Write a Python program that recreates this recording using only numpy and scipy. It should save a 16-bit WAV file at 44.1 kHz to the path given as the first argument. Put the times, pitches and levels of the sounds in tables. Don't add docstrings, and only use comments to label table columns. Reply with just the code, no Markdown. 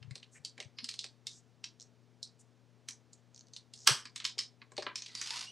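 import sys
import numpy as np
from scipy import signal
from scipy.fft import rfft, irfft, next_fast_len
from scipy.io import wavfile
from scipy.ndimage import uniform_filter1d

SR = 44100
rng = np.random.default_rng(int(sys.argv[2]) if len(sys.argv) > 2 else 0)


def to_wav(s):
    ch = np.atleast_2d(s).T
    pcm = np.round(np.clip(ch, -1, 1) * 32767)
    wavfile.write(sys.argv[1], SR, pcm.astype(np.int16))


N = 243002

# pitch_hz [Hz], level_db [dB, relative], t60_s [s to fall by 60 dB]
METAL = [(1262, -4, 0.062), (1349, -13.5, 0.078), (1586, 1, 0.014), (3144, 3.5, 0.033), (3918, -2.5, 0.09),
         (4590, -10, 0.036), (5233, 2.5, 0.044), (7490, 7, 0.0037)]


def amp(db):
    return 10 ** (np.asarray(db) / 20)


def evened(x):
    return x / np.sqrt(np.mean(x ** 2) + 1e-20)


def read(points, hz):
    f, value = np.transpose(points)
    return np.interp(np.log(hz + 1), np.log(np.abs(f) + 1), value)


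def add(mix, s, sound):
    part = mix[max(round(s * SR), 0):][:len(sound)]
    part += sound[:len(part)]


def seconds(length):
    return np.arange(max(int(length * SR), 8)) / SR


def coloured(x, points):
    size = next_fast_len(len(x) + 2048)
    hz = abs(np.fft.fftfreq(size, 1 / SR))
    log_gain = np.log(amp(read(points, hz)))
    response = np.exp(np.conj(signal.hilbert(log_gain)))
    return np.fft.ifft(np.fft.fft(x, size) * response).real[:len(x)]


def struck(x):
    return x / np.sqrt(np.sum(x ** 2) / (.005 * SR) + 1e-20)


def ringing(modes, t):
    return sum(amp(db - 60 * t / t60) * np.sin(2 * np.pi * (hz * t + rng.random()))
               for hz, db, t60 in modes)


def wander(count, width_hz):
    smooth = signal.butter(2, min(width_hz / 2, SR / 4), fs=SR, output="sos")
    return signal.sosfilt(smooth, rng.standard_normal(count) + 1j * rng.standard_normal(count))


def clicks(crack_s=0.0033, lead_in_db=-21, lead_in_s=0.0034, chatter_db=-17, chatter_s=0.021,
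           metal_db=-4, metal_growth=0.39, part_db=-4, part_width_hz=850):
    # [dB, against the middle region]
    blows = [(0.027, -42, 3000, -11.5, -22), (0.109, -39.5, 2100, -21, -19), (0.155, -33, 4430, -21, -17),
             (0.229, -39, 2920, -23, -28), (0.449, -26.5, 4800, -36, -20.5), (0.579, -38, 2260, -8, -17.5),
             (0.602, -29, 2430, -20, -19), (0.786, -29.5, 4670, -22, -40), (0.843, -26, 4950, -29, -20.5),
             (0.889, -24.5, 4440, -27.5, -19.5), (0.94, -34.5, 3100, -24.5, -15),
             (0.991, -24, 3630, -43, -25.5), (1.042, -29.5, 4380, -27, -19.5),
             (1.269, -25.5, 3700, -32.5, -18.5), (1.641, -27.5, 5220, -30.5, -27),
             (2.229, -28, 4140, -86, -19), (2.886, -27, 6100, -18, -10.5), (3.131, -42, 6760, -53, -13.5),
             (3.535, -37.5, 6400, -36, -23), (3.564, -32.5, 3930, -27, -20.5), (3.737, -36, 3550, -31, -12),
             (4.054, -33, 4800, -15, -23), (4.16, -27.5, 3630, -20.5, -16.5),
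             (4.201, -30.5, 3600, -14.5, -26), (4.251, -17, 3370, -24, -19),
             (4.389, -17.5, 4850, -29.5, -23.5), (4.617, -39, 1244, -12.5, -44),
             (4.719, -43, 1030, -10.5, -10), (4.767, -36, 4720, -20, -18), (4.779, -26, 3860, -21, -24),
             (4.823, -31, 4960, -5.5, -17), (4.866, -23.5, 990, -2, -54), (4.957, -24, 5430, -22, -18),
             (5.021, -30.5, 6040, -23.5, -23), (5.062, -33, 3140, -24.5, -25),
             (5.151, -26.5, 4900, -27, -20), (5.214, -23.5, 6130, -16.5, -16),
             (5.306, -27.5, 5100, -28, -27)]
    colour_hz = [1642, 4224, 8720]
    # pitch_hz [Hz], level_db [dB]
    steel = [(1700, 12.5), (4200, -0.5), (8600, 3.5)]
    # pitch_hz [Hz], level_db [dB]
    edges = [(80, -48.5), (260, -1), (650, -29.5), (1000, 0.5), (1500, -1), (2200, 4), (3200, 0.5),
             (8400, 7), (10000, -2.5), (16500, -35)]
    crest_db = 9.5
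    catch_s, catch_db, catch_above_db = 0.0078, -9, -21
    rebound_s, rebound_db, rebound_count = 0.017, -9.5, 2

    out, t, lead = np.zeros(N), seconds(.08), seconds(.02)
    since = np.concatenate([-lead[::-1], t])
    count = len(since)

    def pulse(delay, decay):
        return (since >= delay) * np.exp(-abs(since - delay) / decay)

    lead_in = amp(lead_in_db) * (since < 0) * np.exp(-abs(since) / lead_in_s)
    catch = amp(catch_db) * pulse(-catch_s, crack_s)
    release = pulse(0, crack_s) + amp(chatter_db) * pulse(0, chatter_s)
    for s, db, hz, body_db, top_db in blows:
        delays = np.cumsum(rebound_s * rng.uniform(0.36, 1.5, rebound_count))
        rebounds = sum(amp(rebound_db * (k + 1)) * pulse(delay, crack_s / 2)
                       for k, delay in enumerate(delays))
        force = lead_in + catch * (db > catch_above_db) + release + rebounds
        crack = struck(rng.choice([-1., 1.], count) * force)

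        ring = struck(np.concatenate([0 * lead, ringing(METAL, t)]))
        ring = amp(metal_db + metal_growth * db) * ring
        own_colour = list(zip(colour_hz, [body_db, 0, top_db]))
        blow = struck(coloured(coloured(crack + ring, steel), own_colour))

        band = np.clip([hz - part_width_hz / 2, hz + part_width_hz / 2], 100, SR / 3)
        part = signal.butter(2, band, "band", fs=SR, output="sos")
        clack = signal.sosfilt(part, rng.choice([-1., 1.], count) * force)
        click = struck(coloured(blow + amp(part_db) * struck(clack), edges))
        add(out, s - lead[-1], amp(db - crest_db) * click)
    return out


def snap(crack_s=0.0024, clatter_db=-20, clatter_s=0.037, lead_in_db=-21, lead_in_s=0.0045, metal_db=-16):
    # pitch_hz [Hz], level_db [dB]
    slam = [(120, -59), (200, -22.5), (558, -30.5), (1230, -1.5), (2420, -12.5), (3190, -1), (3560, -9.5),
            (5420, -4), (7140, -16.5), (7830, -6.5), (8580, -14.5), (16000, -42.5)]
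    snap_s, snap_db = 3.8746, -12.5
    first_wing_s, first_wing_db = .0025, -11
    out, t, lead = np.zeros(N), seconds(.2), seconds(.02)
    fade = np.exp(-t / crack_s)
    lead_in = amp(lead_in_db) * np.exp(-lead[::-1] / lead_in_s)
    clatter = amp(clatter_db) * np.exp(-t / clatter_s)
    force = np.concatenate([lead_in, fade + clatter])

    def crack(force):
        return struck(coloured(rng.choice([-1., 1.], len(force)) * force, slam))

    add(out, snap_s - first_wing_s, amp(first_wing_db) * crack(fade))
    add(out, snap_s - lead[-1], crack(force))
    add(out, snap_s, amp(metal_db) * struck(ringing(METAL, t)))
    return amp(snap_db) * out


def drag(slips_per_s=650, hiss=0.71, judder_db=2.5, judder_hz=200):
    # pitch_hz [Hz], level_db [dB]
    cork = [(180, -55.5), (300, -21.5), (515, -26), (568, -21), (991, -9.5), (1820, -8.5), (4770, -0.5),
            (9640, -17), (11700, -26.5), (15000, -99)]
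    creep_s, turn_s, stall_s, turn_db = 4.97, 5.306, 5.408, -47.5
    loosen_db_per_s, stall_db_per_s = 74, 178
    slip_spread_db = 6
    t = np.arange(N) / SR
    loosening_db = loosen_db_per_s * np.maximum(turn_s - t, 0)
    stalling_db = stall_db_per_s * np.maximum(t - stall_s, 0)
    level_db = turn_db - loosening_db - stalling_db
    slips = (rng.random(N) < slips_per_s / SR) * rng.choice([-1, 1], N)
    slips = slips * amp(slip_spread_db * np.minimum(rng.exponential(1, N), 2))
    grain = evened(slips) + hiss * rng.standard_normal(N)
    grain = grain * amp(judder_db * evened(wander(N, judder_hz).real))
    return evened(coloured(grain, cork)) * amp(level_db) * (t > creep_s)


def squeaks(steady=0.46, overtone_db=-4, damped_above_hz=7300, wobble=0.011, wobble_hz=40):
    # [dB, before the mix]
    glides = [(0.46, 0.496, 4750, 4900, 450, -74), (0.76, 0.86, 4960, 5000, 487, -62.5),
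              (5.041, 5.238, 2050, 1950, 198, -68.5), (5.155, 5.26, 4690, 4800, 149, -53),
              (5.289, 5.396, 842, 1080, 167, -56), (5.442, 5.557, 2690, 3120, 70.4, -57)]
    out = np.zeros(N)
    for start, end, first_hz, last_hz, width_hz, db in glides:
        count = len(seconds(end - start))
        unsteady = 1 + wobble * evened(wander(count, wobble_hz).real)
        hz = np.linspace(first_hz, last_hz, count) * unsteady
        turn = np.exp(2j * np.pi * np.cumsum(hz) / SR)
        tone = 0
        for k in range(1, 4):
            gain = amp(overtone_db * k) / (1 + (k * first_hz / damped_above_hz) ** 6)
            rough = evened((wander(count, width_hz * k) * turn ** k).real)
            tone = tone + gain * (rough + steady * (turn ** k).real)
        add(out, start, amp(db) * evened(tone) * signal.windows.tukey(count, .5))
    return out


def knocks(rise_s=0.0018, crest_db=4):
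    # [dB, nominal peak]
    hits = [(0.16, -54.5), (0.588, -50.5), (0.602, -47), (1.045, -53), (3.89, -33), (4.375, -50),
            (4.718, -53.5), (4.783, -30), (4.864, -40.5)]
    # pitch_hz [Hz], level_db [dB, relative], t60_s [s to fall by 60 dB]
    bottle = [(250, -14.5, 0.02), (384, 1, 0.085), (463, 7, 0.03), (582, 0.5, 0.055), (627, 0, 0.05),
              (777, 13.5, 0.012)]
    out, t = np.zeros(N), seconds(.2)
    for s, db in hits:
        knock = struck(ringing(bottle, t) * (1 - np.exp(-t / rise_s)))
        add(out, s, amp(db - crest_db) * knock)
    return out


def creaks():
    # [dB, each tick over 5 ms]
    runs = [(1.799, 1.833, 111, -52), (3.346, 3.42, 63.5, -53.5), (3.47, 3.495, 72, -60),
            (3.762, 3.859, 71, -56.5)]
    # pitch_hz [Hz], level_db [dB]
    tooth = [(500, -31.5), (2500, -19), (4000, -6.5), (5600, 0), (7500, -8.5), (10000, -25.5),
             (15000, -50.5)]
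    out, t = np.zeros(N), seconds(.02)
    fade = np.exp(-t / .0012)
    for start, end, rate, db in runs:
        for s in np.arange(start, end, 1 / rate):
            tick = coloured(rng.standard_normal(len(t)) * fade, tooth)
            add(out, s, amp(db) * struck(tick))
    return out


def rubs():
    # [dB, before the mix]
    slides = [(0.304, 0.401, 6960, -65.5), (0.337, 0.394, 2177, -64), (1.28, 1.423, 6320, -64.5),
              (2.386, 2.426, 7050, -65), (3.731, 3.909, 6040, -64), (4.955, 5.011, 4950, -53.5)]
    width = 0.42
    out = np.zeros(N)
    for start, end, hz, db in slides:
        t = seconds(end - start)
        hiss = (wander(len(t), width * hz) * np.exp(2j * np.pi * hz * t)).real
        add(out, start, amp(db) * evened(hiss) * signal.windows.tukey(len(t), .7))
    return out


def bumps(swell_s=0.0056, swing_db=0.5):
    # start_s [s], level_db [dB, nominal peak], pitch_hz [Hz]
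    pushes = [(0.009, -50, 119), (0.042, -49.5, 129), (0.073, -44.5, 118), (0.106, -40.5, 126.6),
              (0.394, -54.5, 125), (0.651, -48, 120), (0.825, -52, 244), (3.903, -35, 132.5)]
    out, t = np.zeros(N), seconds(.12)
    swell = (t / swell_s) ** 2 * np.exp(-t / swell_s)
    for s, db, hz in pushes:
        swing = np.sin(2 * np.pi * (hz * t + rng.random()))
        add(out, s, amp(db + swing_db) * swing * swell / swell.max())
    return out


def background(waver=0.084):
    # [dB, RMS]
    tones = [(120, -68.5), (240, -76), (436, -82.5)]
    # pitch_hz [Hz], level_db [dB]
    air = [(30, -30.5), (80, -5.5), (160, 1.5), (350, -3), (1000, -10.5), (2600, -10.5), (6000, -13),
           (12000, -30), (16000, -36.5)]
    air_db = -68.5
    t = np.arange(N) / SR
    hum = 0
    for hz, db in tones:
        tone = amp(db) * np.sqrt(2) * np.sin(2 * np.pi * (hz * t + rng.random()))
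        hum = hum + tone * (1 + waver * evened(wander(N, 19).real))
    return hum + amp(air_db) * evened(coloured(rng.standard_normal(N), air))


def room(x, wet_db=-2, gap_s=0.0012, apart=0.043):
    # pitch_hz [Hz], t60_s [s to fall by 60 dB]
    decay = [(120, 0.23), (1500, 0.26), (6000, 0.25), (15000, 0.21)]
    count = SR // 2
    noise = rng.standard_normal((2, count)) * (rng.random((2, count)) < .15)
    shared, own = noise * (np.arange(count) > gap_s * SR)
    pair = np.array([shared + apart * own, shared - apart * own])
    hz, t, z = signal.stft(pair, SR, nperseg=256)
    tail = signal.istft(z * amp(-60 * t / read(decay, hz)[:, None]), SR, nperseg=256)[1]
    echoes = signal.fftconvolve(x[None], tail / np.linalg.norm(tail[0]), axes=1)[:, :N]
    return x + amp(wet_db) * echoes


def suppressed(x, depth_db=8, margin_db=13, from_hz=700, full_hz=2600):
    hz, _, z = signal.stft(x, SR, nperseg=512)
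    power = (abs(z) ** 2).mean(0)
    power = uniform_filter1d(power, size=15, axis=0)
    power = uniform_filter1d(power, size=3, axis=1) + 1e-20
    quiet = np.percentile(power, 15, axis=1, keepdims=True)
    closed = 1 / (1 + (power / (quiet * amp(margin_db) ** 2)) ** 2)
    depth = read([(from_hz, 0), (full_hz, depth_db)], hz)[:, None]
    return signal.istft(z * amp(-depth * closed), SR, nperseg=512)[1][:, :N]


def scene():
    strikes = room(clicks() + snap() + knocks() + creaks(), wet_db=-5.5)
    friction = room(squeaks() + rubs() + drag(), wet_db=-6)
    return strikes + amp(3.5) * friction + bumps() + background()


def record(dry, low_cut_hz=62, high_cut_hz=16500):
    # [dB, left minus right]
    balance = [(30, 0), (90, 17), (130, 19.5), (250, 8.5), (1000, 2), (4200, -2), (9000, 1)]
    lean = amp(read(balance, np.fft.rfftfreq(N, 1 / SR)))
    sides = np.array([2 * lean, 2 + 0 * lean]) / (1 + lean)
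    heard = irfft(rfft(dry) * sides, N)
    ceiling = .48
    heard = suppressed(heard / (1 + (heard / ceiling) ** 6) ** (1 / 6))
    heard = signal.sosfilt(signal.butter(2, low_cut_hz, "high", fs=SR, output="sos"), heard)
    low_pass = signal.firwin(511, high_cut_hz, window=("kaiser", 9), fs=SR)
    return signal.oaconvolve(heard, low_pass[None], "same")


dry = scene()
out = record(dry)
to_wav(out)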